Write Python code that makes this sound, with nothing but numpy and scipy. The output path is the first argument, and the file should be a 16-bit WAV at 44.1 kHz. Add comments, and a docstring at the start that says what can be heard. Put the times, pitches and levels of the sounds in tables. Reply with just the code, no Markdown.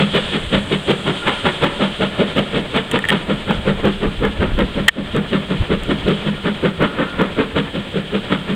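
"""A steam locomotive works a passenger train away round a curve in open country, 5.4 beats a second.
Each exhaust beat is a low push of air, a blast of steam with a rasp on top, and a hoot of the chimney,
coloured by the grass and echoed by the slopes. Under it sits a bed of leaking steam, rolling coaches
and rubbing flanges. A breeze buffets the microphone, a few sharp clicks sound close by,
and a limiter ducks the mix after the peaks."""
import sys
import numpy as np
from scipy import signal
from scipy.fft import rfft, irfft, next_fast_len
from scipy.io import wavfile

SR = 44100
rng = np.random.default_rng(int(sys.argv[2]) if len(sys.argv) > 2 else 0)


def master(y):
    """Save y as 16-bit WAV."""
    cut = np.clip(np.atleast_2d(y).T, -1, 1)
    pcm = np.round(cut * 32767)  # scale
    wavfile.write(sys.argv[1], SR, pcm.astype(np.int16))


N = 377055
TIME = np.arange(N) / SR
BEAT_S = 0.18532  # four beats to a turn of the driving wheels

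# Table levels are relative: each layer is trimmed where it is played.
# Tone of each noise layer: (frequency [Hz], level [dB])
WIND_SPECTRUM = [(8, -27), (22, -1.5), (45, -5.5), (80, -6), (125, -13), (200, -26), (400, -27.5),
                 (900, -74)]
ROLL_SPECTRUM = [(60, -4), (140, 3), (260, 0), (420, -1.5), (580, -1), (760, -6), (900, -6.5), (1100, -7),
                 (1600, -9.5), (1760, -3), (1980, -10.5), (2400, -6.5), (3600, -26), (8000, -82)]
LEAK_SPECTRUM = [(1500, -12), (2400, -7.5), (3250, 3), (3650, -3.5), (4300, -15), (5000, -23), (5700, -32),
                 (6800, -28), (8200, -24.5), (9400, -27.5), (11000, -46), (15000, -67)]
FIZZ_SPECTRUM = [(5500, -20), (7000, -6.5), (8200, 1), (9400, -6), (11000, -20), (15000, -47)]
TICK_SPECTRUM = [(1500, -39), (3200, 7), (5200, -15), (8200, 10), (10000, 0.5), (13000, -9), (16000, -36)]
PUSH_SPECTRUM = [(25, -22), (50, -8), (80, -4), (108, -3), (160, -22), (400, -64)]
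BLAST_SPECTRUM = [(40, -32), (100, -20.5), (155, 2.5), (250, 0), (320, 0), (355, -2), (410, 2), (475, -2),
                  (570, -2.5), (650, -7.5), (760, -19.5), (1100, -63), (3000, -90)]
RASP_SPECTRUM = [(500, -6), (720, -7), (840, 4.5), (1080, 0), (1230, 6), (1420, 3), (1900, 0.5),
                 (2600, -1.5), (3250, 1.5), (3650, -3.5), (4300, -18.5), (5700, -41), (8100, -27),
                 (13000, -61)]

# Fader ride of each layer: (time [s], level [dB])
WIND_LEVEL = [(0, -38), (0.25, -40), (0.55, -30), (0.9, -45), (1.7, -41), (3.0, -41.5), (3.7, -29),
              (4.7, -28.5), (4.95, -32), (5.45, -39), (5.8, -28), (6.6, -46), (7.3, -39.5), (8.55, -42.5)]
ROLL_LEVEL = [(0, -33), (0.7, -32.5), (1.0, -33.5), (2.0, -31), (3.3, -33), (5.0, -33.5), (6.0, -32.5),
              (7.1, -32), (7.95, -34.5), (8.55, -34)]
FLANGE_LEVEL = [(0, -45), (1.1, -44), (1.3, -26), (1.55, -57), (1.85, -38), (2.2, -44), (5.5, -46.5),
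                (6.6, -43.5), (6.85, -37), (7.25, -41), (7.5, -51), (8.55, -40)]
LEAK_LEVEL = [(0, -29), (.8, -31.5), (1.4, -28.5), (2.2, -32), (3.3, -34), (4.6, -34.5), (5.4, -34.5),
              (6.1, -33), (7.2, -36), (8.55, -35)]
FIZZ_LEVEL = [(0, -41.5), (.6, -38.5), (1.4, -39), (2.2, -45.5), (3.3, -45.5), (4.5, -50), (8.55, -50)]
BLAST_LEVEL = [(0.01, -17.5), (0.35, -18.5), (0.55, -15.5), (0.73, -18.5), (1.09, -15), (1.29, -18),
               (2.57, -15.5), (3.13, -19.0), (3.87, -16.5), (4.99, -18.5), (5.91, -16), (6.28, -18.5),
               (7.21, -14.0), (7.76, -20), (8.51, -22.0)]
RASP_LEVEL = [(0.01, -17.5), (0.91, -20), (1.29, -15), (2.21, -22.5), (2.77, -18), (3.51, -22.5),
              (4.6, -24.5), (4.99, -28.5), (5.17, -24), (6.47, -24.0), (7.01, -19), (7.21, -22), (7.4, -20),
              (7.97, -28), (8.33, -22.5), (8.51, -26.1)]
HOOT_LEVEL = [(0.01, -11), (0.17, -23), (0.55, -15.9), (1.29, -22), (1.47, -33), (1.83, -18.5),
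              (3.13, -19.5), (3.69, -15), (4.05, -19), (6.66, -16), (7.01, -27), (7.21, -21), (8.51, -18.5)]

# Single thumps of wind: (time [s], level [dB], half length [s])
BUFFETS = [(0.557, -26, .025), (3.59, -22, 0.022), (4.072, -17.5, 0.023), (4.199, -15, 0.019),
           (4.285, -21, .025), (4.404, -19.5, .025), (4.542, -16.5, .025), (4.62, -21, 0.059),
           (5.616, -14.5, 0.017), (6.054, -26, .025), (6.807, -26, 0.021), (7.154, -26, .025)]
# Close clicks: (time [s], knock [dB], tick [dB], tilt of the upper modes [dB/octave])
CLICKS = [(2.9138, -15, -13, 10), (2.918, -15, -19, 2), (2.9897, -6.5, -19, -21), (3.0406, -2, -33, -21),
          (3.0520, -6, -23.5, -9), (3.087, -2.5, -10, -2), (3.094, -1.5, -11.5, -3), (3.1028, 1, -19, 1),
          (4.8808, 1.5, -18, -8), (4.8830, 13, 1.5, 0.5), (4.8850, 12.5, -4, 3), (4.8900, 14, -4, -6),
          (5.1646, -28, -19, -6), (5.8348, -33, -21, -6)]
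# Hollow ring of a click: (frequency [Hz], level [dB], t60 [s])
CLICK_MODES = [(1826, 4, 0.017), (1910, -4.5, 0.016), (1390, 4, 0.0061), (910, -10, 0.011),
               (2224, -6, 0.02), (2906, 7, 0.0069), (3150, 6, 0.01)]
# Resonances of the wheel flanges and of the chimney: (frequency [Hz], width [Hz], level [dB])
FLANGE_MODES = [(1256, 130, -1.5), (1396, 71, 5.5)]
CHIMNEY_MODES = [(197, 21.9, -1.5), (159.6, 25.5, -7)]
# Midrange lift or dip from the ground reflection: (time [s], gain [dB])
GROUND_GAIN = [(0, 0), (2, 4), (3.3, 2), (5.5, -5.5), (8.55, -2.5)]
# Hissing half of the rasp against its throaty half: (time [s], balance [dB])
RASP_BRIGHTNESS = [(0.01, 5.5), (0.91, 4.1), (1.29, -1.5), (2.39, 4.5), (4.25, -6.5), (6.09, -1),
                   (6.47, -4.5), (7.21, -10), (7.76, 3.5), (8.51, -4)]
# Drift of the wheels from an even pace: (time [s], lag [s])
WHEEL_LAG = [(0, 0.01), (.17, -0.0075), (2.8, -0.013), (3.2, -0.0092), (3.5, -.016), (5.8, -.02),
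             (6.3, -0.011), (7.1, -0.017), (8.0, -0.0018), (8.55, 0.0017)]
# Groove of the unevenly set valves, a row for each beat of a wheel turn:
# (lateness [s], blast [dB], rasp [dB], hoot [dB], length [factor])
VALVE_GROOVE = [(0.001, 0.94, 0.2, -1.0, 0.98), (-0.0093, 2.07, 2.77, 2.1, 0.98),
                (-0.014, -2.2, -2.5, 1.1, 1.12), (0.0026, -0.9, 0.5, -0.2, 1.05)]


def amp(db):
    """Decibels to gain."""
    return 10 ** (np.asarray(db) / 20)


def unit(x):
    """Scales to an rms of 1."""
    return x / np.sqrt(np.mean(x ** 2) + 1e-20)


def fader(rows):
    """Gain over time from rows of (time [s], level [dB])."""
    return amp(np.interp(TIME, *np.transpose(rows)))


def colour(x, spectrum):
    """Equalises x with rows of (frequency [Hz], level [dB]), to an rms of 1."""
    hz, db = np.transpose(spectrum)
    size = next_fast_len(N)
    gain = amp(np.interp(np.log(np.fft.rfftfreq(size, 1 / SR) + 1), np.log(hz), db))
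    return unit(irfft(rfft(x, size) * gain, size)[:N])


def flutter(rate_hz):
    """A random modulator of rms 1 that glides to a new value rate_hz times a second."""
    knots = rng.standard_normal(N // 8)
    return unit(np.interp(TIME * rate_hz, np.arange(len(knots)), knots))


def turbulence(rough_db, rate_hz):
    """Noise that comes in uneven lumps."""
    return rng.standard_normal(N) * amp(rough_db * flutter(rate_hz))


def resonate(x, hz, width_hz):
    """A resonance with steep skirts and a complex output."""
    pole = np.exp((2j * hz - width_hz) * np.pi / SR)
    return signal.lfilter([1], [1, -2 * pole, pole ** 2], x)


def steadied(analytic, firmness):
    """The real part of an analytic signal, its swings of level partly evened out."""
    return unit(analytic.real / (abs(analytic) + 1e-9) ** firmness)


def wind():
    """Eddies on the microphone: a lumpy low breeze with a few harder buffets."""
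    eddies = signal.hilbert(colour(turbulence(rough_db=2.0, rate_hz=23), WIND_SPECTRUM))
    breeze = fader(WIND_LEVEL) * amp(2.0 * flutter(rate_hz=9.1))
    buffets = sum(amp(db) * np.exp(-((TIME - s) / half) ** 2) for s, db, half in BUFFETS)
    return steadied(eddies, firmness=0.23) * np.hypot(breeze, buffets)


def coaches():
    """The roar of wheels on rails, and the hollow ring of flanges rubbing round the curve."""
    roll = colour(turbulence(rough_db=2.5, rate_hz=35), ROLL_SPECTRUM) * fader(ROLL_LEVEL) * amp(1.0)
    rub = turbulence(rough_db=3.0, rate_hz=27)
    flanges = unit(sum(amp(db) * unit(resonate(rub, hz, width).real) for hz, width, db in FLANGE_MODES))
    return roll + flanges * fader(FLANGE_LEVEL)


def leaking_steam():
    """A steady leak, with a thin fizz on top that fades as the engine draws away."""
    leak = colour(turbulence(rough_db=1.5, rate_hz=40), LEAK_SPECTRUM) * fader(LEAK_LEVEL)
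    fizz = colour(rng.standard_normal(N), FIZZ_SPECTRUM) * fader(FIZZ_LEVEL) * amp(-9.5)
    return leak + fizz


def clicks(tick_decay_s=0.0011, ring_attack_s=0.0019):
    """Each click is a very short tick of noise followed by a hollow, ringing knock."""
    t = TIME[:2048]
    hz, mode_db, t60 = np.transpose(CLICK_MODES)[:, :, None]
    octaves_up = np.maximum(np.log2(hz / hz[0]), 0)
    modes = amp(mode_db - 60 * t / t60) * np.sin(2 * np.pi * hz * t) * (1 - np.exp(-t / ring_attack_s))
    knocks, tick_envelope = np.zeros((2, N))
    for s, knock_db, tick_db, tilt_db in CLICKS:
        here = round(s * SR) + np.arange(len(t))
        knocks[here] += (amp(knock_db + tilt_db * octaves_up) * modes).sum(0)
        tick_envelope[here] += amp(tick_db) * np.exp(-t / tick_decay_s)
    ticks = tick_envelope * colour(rng.standard_normal(N), TICK_SPECTRUM)
    return amp(-1.5) * knocks + amp(-7.5) * ticks


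def hillside(x, t60, dull_hz, echoes_per_s=900):
    """A dull tail of scattered echoes from the trees and slopes."""
    t = TIME[:SR]
    taps = rng.standard_normal(SR) * (rng.random(SR) < echoes_per_s / SR)
    taps *= amp(-60 * t / t60) * (1 - np.exp(-t / 0.0054))
    echoes = signal.fftconvolve(x, taps / np.linalg.norm(taps))[:N]
    return signal.lfilter(*signal.butter(1, dull_hz, fs=SR), echoes)


def over_ground(x, hz):
    """The reflection from the grass lifts one band at first, then scoops it as the engine draws away."""
    bandpass = signal.butter(1, [hz / 1.3, hz * 1.26], "bandpass", fs=SR, output="sos")
    return x + (fader(GROUND_GAIN) - 1) * signal.sosfiltfilt(bandpass, x)


def second_path(x, share, delay_s, wander):
    """A slightly longer path shifts with the breeze and gives each beat its own hollow colour."""
    late = np.interp(TIME - delay_s * np.exp(wander * flutter(rate_hz=4)), TIME, x)
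    return (x + share * late) / np.hypot(1, share)


def strokes(scatter_db=0.55, length_scatter=0.035, stretch_per_db=0.0151, usual_blast_db=-17.5):
    """The rhythm of the driving wheels: time, length factor and three levels for every beat."""
    count = np.arange(int(N / SR / BEAT_S) + 1)
    late, blast_db, rasp_db, hoot_db, lengths = np.array(VALVE_GROOVE)[count % len(VALVE_GROOVE)].T
    even_times = count * BEAT_S
    times = even_times + np.interp(even_times, *np.transpose(WHEEL_LAG)) + late
    strength, stretch = rng.standard_normal((len(count), 2)).T
    for db, ride in [(blast_db, BLAST_LEVEL), (rasp_db, RASP_LEVEL), (hoot_db, HOOT_LEVEL)]:
        db += np.interp(times, *np.transpose(ride)) + scatter_db * strength
    # harder beats last a little longer
    lengths *= np.exp(length_scatter * stretch + stretch_per_db * (blast_db - usual_blast_db))
    return times, lengths, blast_db, rasp_db, hoot_db


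def puffs(times, lengths, levels_db, lead_s, rise_s, fall_s):
    """The beat envelope: it swells as the exhaust valve opens and dies as the cylinder empties."""
    power = np.zeros(N)
    for s, length, db in zip(times, lengths, levels_db):
        near = slice(*np.searchsorted(TIME, [s - .15, s + .3]))
        t = (TIME[near] - s + lead_s) / length
        shape = np.where(t < 0, np.exp(-(t / rise_s) ** 2), np.exp(1 - np.hypot(1, t / fall_s)))
        power[near] += (amp(db) * shape) ** 2
    return np.sqrt(power)


def air_push(times, lengths, db):
    """The low push of air that opens each beat."""
    air = colour(rng.standard_normal(N), PUSH_SPECTRUM)
    return air * puffs(times, lengths, db, lead_s=0.025, rise_s=0.021, fall_s=0.013)


def chimney_hoot(times, lengths, db):
    """The draught rings the chimney: a hoot that builds during the blast and outlasts it."""
    draught = rng.standard_normal(N)
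    ring = sum(amp(mode_db) * steadied(resonate(draught, hz, width), firmness=0.74)
               for hz, width, mode_db in CHIMNEY_MODES)
    return unit(ring) * puffs(times, lengths, db, lead_s=-0.012, rise_s=0.034, fall_s=0.023)


def steam_rasp(times, lengths, db, notch_spacing_hz=395, crossover_hz=2100):
    """The gritty top of the steam jet, tipping between throaty and hissing."""
    grit = colour(turbulence(rough_db=2.0, rate_hz=400), RASP_SPECTRUM)
    # the open top of the chimney sends back an inverted reflection that notches the rasp
    grit = unit(grit - 0.16 * np.interp(TIME - 1 / notch_spacing_hz, TIME, grit))
    throaty = signal.sosfiltfilt(signal.butter(3, crossover_hz, fs=SR, output="sos"), grit)
    tip = np.sqrt(fader(RASP_BRIGHTNESS))
    rasp = throaty / tip + (grit - throaty) * tip
    return rasp * puffs(times, lengths, db, lead_s=0.0022, rise_s=0.023, fall_s=0.018)


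def steam_blast(times, lengths, db):
    """The body of each beat: a turbulent jet of steam, full in the low mids."""
    jet = colour(turbulence(rough_db=-0.5, rate_hz=170), BLAST_SPECTRUM)
    body = steadied(signal.hilbert(jet), firmness=0.078)
    return body * puffs(times, lengths, db, lead_s=0.0053, rise_s=0.022, fall_s=0.019)


def exhaust():
    """The chuff of the locomotive: blast, push, rasp and hoot layered on every beat."""
    times, lengths, blast_db, rasp_db, hoot_db = strokes()
    blast = steam_blast(times, lengths, blast_db + 2.5)
    push = air_push(times, lengths, blast_db - 14.5)
    rasp = steam_rasp(times, lengths, rasp_db + 1.0)
    hoot = chimney_hoot(times, lengths, hoot_db - 1.4)
    return second_path(blast + rasp, share=0.29, delay_s=.003, wander=.35) + hoot + push


def scene():
    """The mono mix: the train, its echoes, the breeze, the clicks and a faint even hiss."""
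    engine = over_ground(exhaust(), hz=750)
    echoes = amp(-12.5) * hillside(engine, t60=0.72, dull_hz=2500)
    hiss = amp(-60.5) * rng.standard_normal(N)
    return (engine + echoes + leaking_steam() + coaches() + wind() + clicks() + hiss)[None]


def ducking_db(x, block=64, threshold_db=-2.5, step_db=1.77, recover_db_per_s=71):
    """Gain reduction: one abrupt step down at each crest that overshoots, then a steady recovery."""
    blocks = abs(np.pad(x, (0, -N % block))).reshape(-1, block)
    crests = np.arange(len(blocks)) * block + blocks.argmax(axis=1)
    recovery_db = recover_db_per_s * block / SR
    ducks = [0]
    for peak_db in 20 * np.log10(blocks.max(axis=1) + 1e-9):
        duck = ducks[-1]
        ducks.append(duck + step_db if peak_db - duck > threshold_db else max(duck - recovery_db, 0))
    return np.repeat(ducks, np.diff(np.r_[0, crests, N]))


def record(dry):
    """The master chain: a limiter whose steps tick on the hardest peaks, a hard ceiling, a high cut."""
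    ducked = dry / amp(ducking_db(dry[0]))
    high_cut = signal.firwin(511, cutoff=15900, window=("kaiser", 9), fs=SR)
    return signal.oaconvolve(np.clip(ducked, -1, 1), high_cut[None], "same")


dry = scene()
out = record(dry)
master(out)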